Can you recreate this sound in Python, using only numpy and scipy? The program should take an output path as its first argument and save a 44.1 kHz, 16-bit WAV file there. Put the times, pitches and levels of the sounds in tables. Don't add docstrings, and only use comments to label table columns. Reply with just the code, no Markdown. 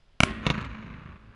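import sys
import numpy as np
from scipy import signal
from scipy.fft import rfft, irfft
from scipy.io import wavfile
from scipy.ndimage import uniform_filter1d

SR = 44100
rng = np.random.default_rng(int(sys.argv[2]) if len(sys.argv) > 2 else 0)


def bounce(signal):
    frames = np.transpose(np.atleast_2d(signal))
    limited = np.clip(frames, -1, 1)
    pcm = np.round(limited * 32767).astype(np.int16)
    wavfile.write(sys.argv[1], SR, pcm)


N = 59535
T = np.arange(N) / SR
HZ = np.fft.rfftfreq(8192, 1 / SR)

# start in seconds, gain in dB.
BANGS = [(0.2041, -8.5), (0.2339, -6.5)]


def amp(db):
    return 10 ** (np.asarray(db) / 20)


def unit(x):
    return x / np.sqrt(np.mean(x ** 2) + 1e-20)


def spectrum_db(points, hz=HZ):
    f, db = np.transpose(points)
    return np.interp(np.log(hz + 1), np.log(f + 1), db)


def envelope(times, db):
    return amp(np.interp(T, times, db)) * (T >= times[0])


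def colour(x, db):
    log_gain = np.log(amp(np.maximum(db, -100)))
    log_response = signal.hilbert(np.r_[log_gain, log_gain[-2:0:-1]]).conj()
    taps = np.fft.ifft(np.exp(log_response)).real[:len(HZ)]
    return signal.fftconvolve(x, taps / np.linalg.norm(taps))[:len(x)]


def air_absorption(x, db_per_khz_s, neutral_s):
    hz, t, frames = signal.stft(x, SR, nperseg=256)
    loss_db = db_per_khz_s * np.minimum(hz, 7000)[:, None] / 1000 * np.clip(t - neutral_s, -.4, .6)
    return signal.istft(frames * amp(-loss_db), SR, nperseg=256)[1][:N]


def reflections(per_s, spread_db):
    pressure, size, chance = rng.standard_normal(N), rng.standard_normal(N), rng.random(N)
    return unit(pressure * amp(spread_db * np.clip(size, -2, 2)) * (chance < per_s / SR))


def waver(window, length=N):
    return unit(uniform_filter1d(rng.standard_normal(length), size=window))


def tone(hz):
    return np.sin(2 * np.pi * np.cumsum(hz) / SR)


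def wind():
    # frequency in Hz, relative level in dB.
    spectrum = [(12, -15.5), (20, -8.5), (280, -37), (320, -36), (2200, -44), (3440, -43), (3830, -48.5),
                (4980, -48.5), (5390, -54), (10200, -67), (11000, -52), (14300, -80), (22000, -120)]
    return amp(-60) * unit(colour(rng.standard_normal(N), spectrum_db(spectrum)))


def whine():
    # frequency in Hz, rms level in dB.
    tones = [(4985, -91), (5050, -90)]
    drift_hz = 30 * waver(window=400)
    return sum(amp(db) * unit(tone(hz + drift_hz)) for hz, db in tones) * (T < BANGS[0][0])


def bangs():
    # frequency in Hz, relative level in dB, time to fall 60 dB in seconds.
    modes = [(746, -2.9, 0.022), (1032, 0, 0.0141), (1380, 4.5, 0.012), (1873, 2, 0.0072),
             (2325, 5.7, 0.015), (2665, 1.9, 0.014), (2848, -5, 0.0343), (3960, -14.5, 0.0206),
             (4560, -16, 0.014), (5905, -5, 0.0058), (7210, -11.5, 0.0055), (10150, -13, 0.0075)]
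    cycle_s, front_share, hold_s, grit_decay_s = 0.00487, 1.01, 0.0035, 0.018
    t, out = T[:SR // 20], np.zeros(N)
    turn = np.minimum(t / cycle_s, 1)
    phase = 2 * np.pi * turn
    shock = -amp(-4.5) * (np.sin(phase) + front_share * (1 - turn) * np.cos(phase))
    crack = -sum(amp(db - 60 * t / t60) * np.sin(2 * np.pi * hz * t) for hz, db, t60 in modes)
    crack *= np.interp(t, [hold_s, hold_s + 0.00041], [1, .17])
    grit = amp(-27.5) * rng.standard_normal(len(t)) * np.exp(-t / grit_decay_s)
    for start, db in BANGS:
        add(out, start, amp(db) * (shock + crack + grit))
    return out


def near_scatter():
    # frequency in Hz, relative level in dB.
    spectrum = [(18, -58), (30, -9), (53, 0), (157, -6.5), (211, -1.5), (321, -8.5), (382, -11.5),
                (514, -19), (626, -9.5), (745, -19.5), (977, -21), (1080, -9.5), (1220, -11), (1860, -11),
                (2970, -12), (4990, -26), (9250, -29.5), (10200, -29), (11000, -65.5), (14300, -100),
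                (22000, -120)]
    # time in seconds, level in dB.
    levels = [(0.203, -73), (0.209, -44.5), (0.232, -26.5), (.243, -34.5), (0.312, -31.5), (0.328, -36.5),
              (.44, -38.5), (.52, -55), (.65, -84)]
    wash = unit(colour(reflections(per_s=9000, spread_db=2.5), spectrum_db(spectrum)))
    return air_absorption(wash * envelope(*np.transpose(levels)), db_per_khz_s=10.5, neutral_s=0.11)


def ringing():
    # frequency in Hz, level in dB, time to fall 60 dB in seconds, rise time in seconds.
    tones = [(385.4, -39, 0.71, .008), (603, -40, .3, 0.0095), (1070, -35.5, 0.46, 0.0052),
             (1884, -41, 1, 0.056)]
    pitch_spread = 0.0071
    t, out = T[:SR // 2], np.zeros(N)
    for hz, db, t60, rise_s in tones:
        pitch = hz * (1 + pitch_spread * waver(window=500, length=len(t)))
        swell = 1 - np.exp(-t / rise_s)
        add(out, BANGS[1][0], amp(db - 60 * t / t60) * swell * tone(pitch))
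    return out


def drone_and_boom():
    # time in seconds, rms level in dB.
    drone_levels = [(.235, -69), (.26, -46.5), (.43, -42), (0.581, -36), (.64, -66), (.72, -49),
                    (0.799, -44), (.86, -64), (0.932, -43), (1.0, -71), (1.101, -64.5)]
    boom_levels = [(.24, -51), (.30, -56), (.43, -53), (.48, -34.5), (.58, -47), (.66, -42), (.73, -40.5),
                   (.78, -71), (.86, -57), (.92, -44), (0.979, -58), (1.151, -53.5), (1.35, -66)]
    drone_hz, boom_hz, waver_hz = 214.8, 57, 4
    out = np.zeros(N)
    for hz, levels in ((drone_hz, drone_levels), (boom_hz, boom_levels)):
        pitch = hz + waver_hz * waver(window=900)
        out += unit(tone(pitch)) * envelope(*np.transpose(levels))
    return out


def far_scatter():
    # frequency in Hz, relative level in dB.
    spectrum = [(18, -45), (30, -29), (53, -5), (95, 1.5), (182, -8.5), (216, -5), (329, -18.5), (626, -21),
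                (726, -26), (1080, -15), (1680, -17), (2000, -23.5), (2260, -19.5), (2900, -23.5),
                (3120, -34), (3900, -30.5), (4990, -47), (6710, -41.5), (8380, -79), (11000, -49),
                (14300, -105), (22000, -120)]
    # time in seconds, rumble level in dB, clatter level in dB.
    levels = [(0.427, -43.5, -51.5), (.46, -44, -39), (.52, -39, -37), (0.602, -41, -38.5),
              (.66, -39.5, -42), (0.689, -44.5, -47.5), (.80, -45.5, -47), (.93, -44.5, -48.5),
              (1.0, -52.5, -49), (1.149, -47.5, -54.5), (1.19, -63, -58.5), (1.30, -50.5, -58.5),
              (1.35, -62, -54.5)]
    crossover_hz, pair_s = 356, .0366
    arrivals = reflections(per_s=2200, spread_db=3.5)
    arrivals = arrivals + 0.85 * np.roll(arrivals, round(pair_s * SR))
    low_share = 1 / (1 + (HZ / crossover_hz) ** 8)
    rumble, clatter = (unit(colour(arrivals, spectrum_db(spectrum) + 10 * np.log10(share + 1e-9)))
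                       for share in (low_share, 1 - low_share))
    times, rumble_db, clatter_db = np.transpose(levels)
    clatter = air_absorption(clatter * envelope(times, clatter_db), db_per_khz_s=3, neutral_s=0.57)
    return rumble * envelope(times, rumble_db) + clatter


def echoes():
    # arrival in seconds, spacing of the pair in seconds,
    # crack gain in dB, thump gain in dB, decay time of the smear in seconds, treble lift in dB.
    faces = [(.4664, .0356, 1, -12, .009, 0), (.5433, .0364, -10.5, -21, .008, -4),
             (.6110, .0359, -16, -38, .005, 12), (.7005, .0270, -25, -36, .010, 0),
             (.7495, .0365, -24, -35, .009, 0), (.8265, .0335, -27, -44, .010, 0),
             (.8425, .0340, -24, -29, .007, 0), (.9015, .0364, -19.5, -32, .009, -2),
             (.9835, .0330, -26, -30, .012, 0), (1.0565, .0320, -25, -30, .012, 0),
             (1.1175, .0395, -22, -37, .008, -4)]
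    # frequency in Hz, relative level in dB, time to fall 60 dB in seconds.
    modes = [(277, -6.5, 0.097), (426, -5, 0.048), (501, -4, 0.049), (710, -15, 0.019), (980, -2, 0.059),
             (1130, -4.5, 0.075), (1194, -4.5, 0.098), (1560, -27, .025), (1890, 3, 0.028),
             (2220, 6, 0.037), (2686, 6, 0.028), (2805, 4.5, 0.024), (3490, 4, 0.018), (3720, -15, 0.023)]
    # frequency in Hz, relative level in dB.
    near_spectrum = [(100, 12), (300, 1), (1000, 3), (1450, -1), (3000, -5.5), (3700, 1), (4500, -10.5),
                     (6700, -12.5), (8000, -30.5), (11000, -28)]
    far_spectrum = [(100, 0), (250, 8.5), (400, -18), (850, -12), (1130, 12.5), (1400, 3), (2000, 12),
                    (2900, 4.5), (4000, 0.5), (6500, -22.5), (8000, -12), (11000, -48)]
    snap_share, blur_s_per_s, treble_hz = 0.033, .004, 4020
    air_db_per_khz_s, air_from_hz = 7, 850
    thump_hz, thump_decay_s = 152, 0.0059
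    t, out = T[:SR // 10], np.zeros(N)
    ring = -sum(amp(db - 60 * t / t60) * np.cos(2 * np.pi * hz * t) for hz, db, t60 in modes)
    snap = -np.sqrt(snap_share) * (t == 0)
    for start, pair_s, crack_db, thump_db, smear_s, treble_db in faces:
        extra_s = start - faces[0][0]
        lift_db = treble_db * HZ ** 4 / (HZ ** 4 + treble_hz ** 4)
        smear = rng.standard_normal(len(t)) * np.exp(-t / smear_s)
        hit = amp(-1.5) * (snap + np.sqrt(1 - snap_share) * smear / np.linalg.norm(smear))
        if extra_s == 0:
            crack = colour(hit + 0.026 * ring, spectrum_db(near_spectrum) + lift_db)
        else:
            loss_db = air_db_per_khz_s * np.maximum(HZ - air_from_hz, 0) / 1000 * extra_s
            attack = np.minimum(t / (blur_s_per_s * extra_s), 1)
            crack = colour(hit * attack, spectrum_db(far_spectrum) + lift_db - loss_db)
        thump_attack = 1 - np.exp(-t / (0.0005 + 0.003 * extra_s))
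        thump = -thump_attack * np.exp(-t / thump_decay_s) * np.cos(2 * np.pi * thump_hz * t)
        for delay in (0, pair_s):
            add(out, start + delay, amp(crack_db) * crack + amp(thump_db) * thump)
    return out


def add(mix, start, sound):
    part = mix[round(start * SR):][:len(sound)]
    part += sound[:len(part)]


def side_signal(hits):
    # frequency in Hz, side gain in dB.
    near_width = [(100, -55.5), (600, -31.5), (2500, -33), (6000, -18.5), (10000, -16)]
    far_width = [(100, -44), (1000, -49.5), (2500, -45), (4500, -30), (10000, -13.5)]
    port_decay_s = 0.00032
    hz, t = np.fft.rfftfreq(N, 1 / SR), T[:SR // 200]
    port = rng.standard_normal(len(t)) * np.exp(-t / port_decay_s)
    near = near_scatter() + amp(1) * signal.fftconvolve(hits, port / np.linalg.norm(port))[:N]
    far = far_scatter() + wind()
    near_gain, far_gain = amp(spectrum_db(near_width, hz)), amp(spectrum_db(far_width, hz))
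    return irfft(rfft(near) * near_gain + rfft(far) * far_gain, N)


def scene():
    hits = bangs() + echoes()
    mid = hits + near_scatter() + far_scatter() + drone_and_boom() + ringing() + wind() + whine()
    side = side_signal(hits)
    return np.array([mid + side, mid - side])


def record(dry):
    overload, cutoff_hz = .49, 10800
    clipped = dry / (1 + (dry / overload) ** 8) ** (1 / 8)
    clipped *= amp([[-.2], [.2]])
    low_pass = signal.firwin(255, cutoff_hz, window=("kaiser", 8), fs=SR)
    return signal.oaconvolve(clipped, low_pass[None], "same")


dry = scene()
out = record(dry)
bounce(out)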